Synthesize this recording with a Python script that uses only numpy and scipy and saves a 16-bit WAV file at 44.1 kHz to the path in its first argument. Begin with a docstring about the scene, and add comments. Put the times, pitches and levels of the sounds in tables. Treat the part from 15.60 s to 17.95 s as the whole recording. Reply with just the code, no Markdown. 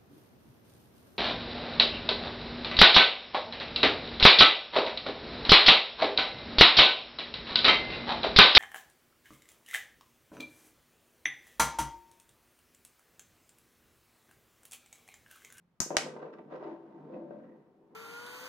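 """A small, quiet room, with a stereo microphone close to a ball run. A steel ball snaps onto a magnet,
left of centre, and shoots another ball off the far end of the row. That ball thumps along a cardboard
chute, cracks against the wall of a spiral track and rolls round it, grazing the wall and rumbling in
the hollow board as it slows. The room answers the two sharp hits and, more softly, the rolling."""
import sys
import numpy as np
from scipy import signal
from scipy.fft import rfft, irfft
from scipy.io import wavfile

SR = 44100
rng = np.random.default_rng(int(sys.argv[2]) if len(sys.argv) > 2 else 0)


def dump(signal):
    """Clip the signal to [-1, 1] and save it as 16-bit WAV at the path in sys.argv[1]."""
    limited = np.clip(np.atleast_2d(signal).T, -1, 1)
    pcm = np.round(limited * 32767).astype(np.int16)
    wavfile.write(sys.argv[1], SR, pcm)


N = 103635

# stereo width at the microphone (frequency [Hz], side against mid [dB])
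STEREO_WIDTH = [(60, -7), (320, -17.5), (600, -6.5), (1200, -5), (2200, -1.5)]
# murmur of the room's air (frequency [Hz], level [dB])
ROOM_TONE_COLOUR = [(25, -22), (115, -10), (175, 3), (300, -14), (1200, -21), (8000, -44)]
# the room's reverberation (frequency [Hz], time to fall 60 dB [s])
ROOM_DECAY = [(60, 0.16), (400, 0.14), (1500, 0.32), (6500, 0.28), (15000, 0.27)]
# reflections off nearby surfaces (delay [s], level against the direct sound [dB])
REFLECTIONS = [(.0067, -11), (.0150, -14)]
# the board's low drone, its rumble and the grit in its walls (frequency [Hz], level [dB])
DRONE_COLOUR = [(30, -43.5), (105, -26), (150, -8.5), (200, 5.5), (330, 4), (420, -15), (4000, -78.5)]
RUMBLE_COLOUR = [(30, -44), (110, -37.5), (170, -10.5), (320, -4.5), (600, -4.5), (770, -1), (845, -15.5),
                 (900, -3.5), (1200, -17), (2000, -27.5), (6500, -52.5), (8000, -75), (16000, -90)]
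GRIT_COLOUR = [(100, -19), (820, -9), (1100, 10.5), (1600, 1), (2200, -8), (3800, -17.5), (4500, -27),
               (6800, -32), (7600, -44.5), (16000, -57.5)]
# modes of the hollow board (frequency [Hz], level [dB], left over right [dB])
BOARD_MODES = [(150.2, -10, 3), (334, -16, 3), (392.3, -21, 3), (459.5, -16.5, 0.5), (515, -17.5, -1.5),
               (578.9, -17, 13), (612.4, -19, 7.5), (891, -17.5, -5), (1000, -17, 0)]
# the board's main resonance follows the ball's place on the spiral (time [s], frequency [Hz])
SPIRAL_RESONANCE = [(.65, 462), (.95, 417), (1.1, 327), (1.42, 330), (1.55, 543), (1.76, 577), (1.95, 413)]
# course of the roll (time [s], drone level [dB], rumble and grit level [dB])
ROLL_LEVELS = [(0.253, -58, -100), (.32, -75, -34.5), (.45, -38, -39), (.53, -47, -42.5), (0.652, -50, -39),
               (0.721, -49.5, -46.5), (0.868, -48, -52.5), (.94, -63, -33.5), (0.989, -52, -42),
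               (1.057, -59, -35.5), (1.129, -46, -38), (1.19, -55.5, -49), (1.488, -45.5, -46.5),
               (1.548, -40, -40.5), (1.66, -43, -48.5), (1.729, -41.5, -46.5), (1.9, -47, -52),
               (2.098, -60, -60.5), (2.291, -60.5, -60.5), (2.35, -52, -51)]
# the ball grazes the spiral wall (time [s], fade [s], level [dB], ringing pitch [Hz])
WALL_SCRAPES = [(.564, 0.0078, -58.5, 1126), (0.627, 0.0064, -53.5, 1595), (0.727, 0.013, -51, 5250),
                (0.784, 0.014, -57.5, 2270), (0.914, 0.016, -58, 3630), (0.954, 0.013, -53, 5270),
                (1.025, 0.027, -58, 5070), (1.535, 0.015, -58.5, 2525), (1.704, 0.029, -67.5, 1520),
                (1.788, 0.016, -66.5, 1530), (1.834, 0.11, -70.5, 1840)]
# the ball bumps on the cardboard (time [s], level [dB], contact time [ms])
CARD_BUMPS = [(0.261, -9, 1), (0.305, -10, 0.026), (0.3112, -10.5, 0.19), (0.344, -5.5, 0.62),
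              (0.464, -16, 0.067), (0.563, -18, 0.037), (.627, -16, 0.18), (0.79, -23, 0.083),
              (0.922, -19, 0.16), (1.026, -15, 0.13), (1.62, -15, 0.7), (1.706, -9.5, 0.82)]
# the snap on the magnet, then the crack on the spiral wall, as they reach the microphone
# (time [s], direct level [dB], room level [dB], left lead [ms], left over right [dB])
SHARP_HITS = [(.2032, -1, -3.5, .17, 7), (.3683, 4.5, -3, -.15, -.5)]
# spectra of those two hits (frequency [Hz], level [dB])
SNAP_SPECTRUM = [(30, -9.5), (180, 4), (450, -13), (1100, -7.5), (2400, -18), (3900, -19), (5200, -5.5),
                 (6400, 1.5), (7400, -5.5), (9000, -15.5), (14500, -24), (16500, -48)]
CRACK_SPECTRUM = [(30, -6.5), (250, -3.5), (600, 7.5), (1050, 0), (1900, 4), (3700, -2), (5600, 1.5),
                  (8200, -5.5), (10500, -16.5), (15000, -31.5), (16500, -41.5)]
# ring of the steel row and magnet, and of the spiral wall (frequency [Hz], level against the hit [dB])
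STEEL_MODES = [(3838, -25.5), (5440, -32), (6640, -28), (8360, -29)]
WALL_MODES = [(778, -21.5), (1456, -28), (1945, -36), (2458, -27), (3005, -22.5), (3895, -27.5)]

ROOM_TONE_DB, ROOM_BUILD_S, ROOM_LOW_HZ = -72.5, .01, 150
BOARD_T60_S, WALL_T60_S, HIT_T60_S = .27, .03, .24
DRONE_DB, RUMBLE_DB, GRIT_DB, TICK_DB, BOARD_RING_DB, ROLL_ROOM_DB = -9, -11.5, -15.5, -17, -11, -7
GRAINS_PER_S, GRIT_FADE_DB_PER_S = 1800, 8.5  # the grit softens as the ball slows
NODES_PER_S = 3.226  # how often the ball crosses a still line of each mode
SPIRAL_WIDTH_HZ, SPIRAL_DB, SCRAPE_RING_DB = 223, 4, 12
REBOUND_S, REBOUND_DB = .00315, -8  # each hit touches twice


def amp(db):
    """Decibels to amplitude."""
    return 10 ** (np.asarray(db) / 20)


def unit_rms(x):
    """Scale to an RMS of 1."""
    return x / np.sqrt(np.mean(x ** 2) + 1e-20)


def value_at(points, hz):
    """Interpolate a table over log frequency."""
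    table_hz, value = np.transpose(points)
    return np.interp(np.log(hz + 1), np.log(table_hz + 1), value)


def add(mix, at_s, sound):
    """Mix a sound in from the given time."""
    part = mix[..., max(round(at_s * SR), 0):][..., :sound.shape[-1]]
    part += sound[..., :part.shape[-1]]


def convolve(x, response):
    """Filter each channel, keeping at most N samples."""
    return signal.fftconvolve(np.atleast_2d(x), np.atleast_2d(response), axes=1)[:, :N]


def colour(points, size=4096):
    """Causal impulse response of energy 1 with the given spectrum."""
    log_gain = np.log(amp(value_at(points, abs(np.fft.fftfreq(size, 1 / SR)))))
    minimum_phase = np.exp(np.conj(signal.hilbert(log_gain)))
    response = np.fft.ifft(minimum_phase).real[:size // 2]
    return response / np.linalg.norm(response)


def stereo(pair):
    """Two unrelated signals become left and right: narrow bass, wide treble."""
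    size = pair.shape[1]
    width = amp(value_at(STEREO_WIDTH, np.fft.rfftfreq(2 * size, 1 / SR)))
    mid, side = rfft(pair, 2 * size)
    left_right = np.array([mid + width * side, mid - width * side])
    return irfft(left_right / np.sqrt(1 + width ** 2))[:, :size]


def ring(hz, t60, size=16384):
    """One dying mode of energy 1."""
    t = np.arange(size) / SR
    wave = np.cos(2 * np.pi * hz * t) * np.exp(-np.log(1000) * t / t60)
    return wave / np.linalg.norm(wave)


def resonate(x, hz, width_hz):
    """A resonance of gain 1 that follows the curve hz."""
    carrier = np.exp(2j * np.pi * np.cumsum(hz) / SR)
    pole = np.exp(-np.pi * width_hz / SR)
    return 2 * (carrier * signal.lfilter([1 - pole], [1, -pole], x / carrier)).real


def room_tone():
    """The quiet, low murmur of the air around the microphone."""
    air = stereo(rng.standard_normal((2, N)))
    return amp(ROOM_TONE_DB) * unit_rms(convolve(air, colour(ROOM_TONE_COLOUR)))


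def room_tail():
    """The small room's diffuse answer, shortest in the bass."""
    t = np.arange(SR * 3 // 4) / SR
    hz, frame_s, noise = signal.stft(rng.standard_normal((2, len(t))), SR, nperseg=256)
    decay = amp(-60 * frame_s / value_at(ROOM_DECAY, hz)[:, None])
    tail = signal.istft(noise * decay, SR)[1][:, :len(t)]
    tail = stereo(tail * (1 - np.exp(-(t / ROOM_BUILD_S) ** 2)))
    tail = signal.sosfilt(signal.butter(2, ROOM_LOW_HZ, "high", fs=SR, output="sos"), tail)
    return tail / np.linalg.norm(tail, axis=1, keepdims=True)


def card_walls(size=4096):
    """Response of the thin card walls: a tick and a short cluster of dense modes."""
    cluster = stereo(rng.standard_normal((2, size))) * amp(-60 * np.arange(size) / SR / WALL_T60_S)
    response = cluster / np.linalg.norm(cluster[0])
    response[:, 0] += 1  # the tick
    return convolve(response, colour(GRIT_COLOUR))


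def hollow_board(force, spectrum):
    """The cardboard sounds; its modes swell and fade as the ball crosses their still lines."""
    path = np.pi * NODES_PER_S * np.arange(N) / SR
    body = convolve(force, colour(spectrum))
    out = body.copy()
    for (hz, db, pan_db), phase in zip(BOARD_MODES, rng.uniform(0, 2 * np.pi, len(BOARD_MODES))):
        coupling = .5 + abs(np.cos(path + phase))
        gain = amp(BOARD_RING_DB + db + np.array([[pan_db], [-pan_db]]) / 2)
        out += gain * convolve(body * coupling, ring(hz, BOARD_T60_S))
    return out


def grains(spread_db):
    """The ball crosses the card's fibres: dense tiny knocks, made uneven by spread_db."""
    strength = amp(spread_db * np.minimum(rng.exponential(1, (2, N)), 4))
    sign = rng.choice([-1, 1], (2, N))
    struck = rng.random((2, N)) < GRAINS_PER_S / SR
    return stereo(unit_rms(strength * sign * struck))


def chatter(decay_s, size=1024, passes=8):
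    """A brief burst of tiny contacts with an even spectrum."""
    fade = np.exp(-np.arange(size) / SR / decay_s)
    burst = rng.standard_normal((2, size)) * fade
    for _ in range(passes):  # trim the tail, then flatten the spectrum
        spectrum = rfft(burst * np.minimum(10 * fade, 1))
        burst = irfft(spectrum / (abs(spectrum) + 1e-12))
    return stereo(burst)


def scrape(fade_s, db, hz, size=SR // 2):
    """The ball grazes the wall: a sudden, fading burst of grains that rings at one pitch."""
    fade = np.exp(-np.arange(size) / SR / fade_s)
    burst = grains(spread_db=9)[:, :size] * amp(db) * fade
    return burst + amp(SCRAPE_RING_DB) * resonate(burst, np.full(size, hz), width_hz=130)


def bump(db, contact_ms):
    """A knock spreads through the card; a longer contact is duller."""
    progress = np.arange(SR // 100) / SR * 1000 / contact_ms
    force = progress * np.exp(-2 * progress)
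    return amp(db) * convolve(chatter(decay_s=.005), force / force.sum())


def rolling_ball():
    """Fine grain, scrapes and bumps drive the board and its walls, with the room behind them."""
    t = np.arange(N) / SR
    times, drone_db, rumble_db = np.transpose(ROLL_LEVELS)

    def tread(level_db, spread_db=0):
        """Grains that follow a level curve once the ball is rolling."""
        return grains(spread_db) * amp(np.interp(t, times, level_db)) * (t > times[0])

    drone = tread(DRONE_DB + drone_db)
    rumble = tread(RUMBLE_DB + rumble_db)
    spiral_hz = np.interp(t, *np.transpose(SPIRAL_RESONANCE))
    band = resonate(rumble, spiral_hz, SPIRAL_WIDTH_HZ)
    rumble += amp(SPIRAL_DB) * resonate(band, spiral_hz, SPIRAL_WIDTH_HZ)
    grit = tread(GRIT_DB + rumble_db - GRIT_FADE_DB_PER_S * times, spread_db=7)
    for at_s, fade_s, db, hz in WALL_SCRAPES:
        add(grit, at_s, scrape(fade_s, db, hz))
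    for at_s, db, contact_ms in CARD_BUMPS:
        knock = bump(db, contact_ms)
        add(rumble, at_s, knock)
        add(grit, at_s, amp(TICK_DB) * knock)
    direct = hollow_board(drone, DRONE_COLOUR) + hollow_board(rumble, RUMBLE_COLOUR)
    direct += convolve(grit, card_walls())
    return direct + amp(ROLL_ROOM_DB) * convolve(direct.mean(0), room_tail())


def sharp_hit(hit, spectrum, modes, chatter_s):
    """A hard contact reaches the microphone with its reflections, room tail, rebound and ring."""
    at_s, direct_db, room_db, lead_ms, pan_db = hit
    out = np.zeros((2, N))
    direct = chatter(chatter_s) * amp(direct_db)
    for channel, sign in enumerate((1, -1)):
        add(out[channel], at_s - sign * lead_ms / 2000, direct[channel] * amp(sign * pan_db / 2))
    for delay_s, db in REFLECTIONS:
        add(out, at_s + delay_s, chatter(chatter_s) * amp(direct_db + db))
    add(out, at_s, room_tail() * amp(room_db))
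    add(out, REBOUND_S, amp(REBOUND_DB) * out)
    for hz, db in modes:
        add(out, at_s, ring(hz, HIT_T60_S) * amp(direct_db + db))
    return convolve(out, colour(spectrum))


def scene():
    """The two hits and the rolling ball in front, the room tone behind."""
    magnet_snap = sharp_hit(SHARP_HITS[0], SNAP_SPECTRUM, STEEL_MODES, chatter_s=.0008)
    wall_crack = sharp_hit(SHARP_HITS[1], CRACK_SPECTRUM, WALL_MODES, chatter_s=.0011)
    return magnet_snap + wall_crack + rolling_ball() + room_tone()


def record(dry, edge_hz=16300):
    """The recorder's band limit."""
    lowpass = signal.firwin(511, edge_hz, window=("kaiser", 9), fs=SR)
    return signal.oaconvolve(dry, lowpass[None], "same")


dry = scene()
out = record(dry)
dump(out)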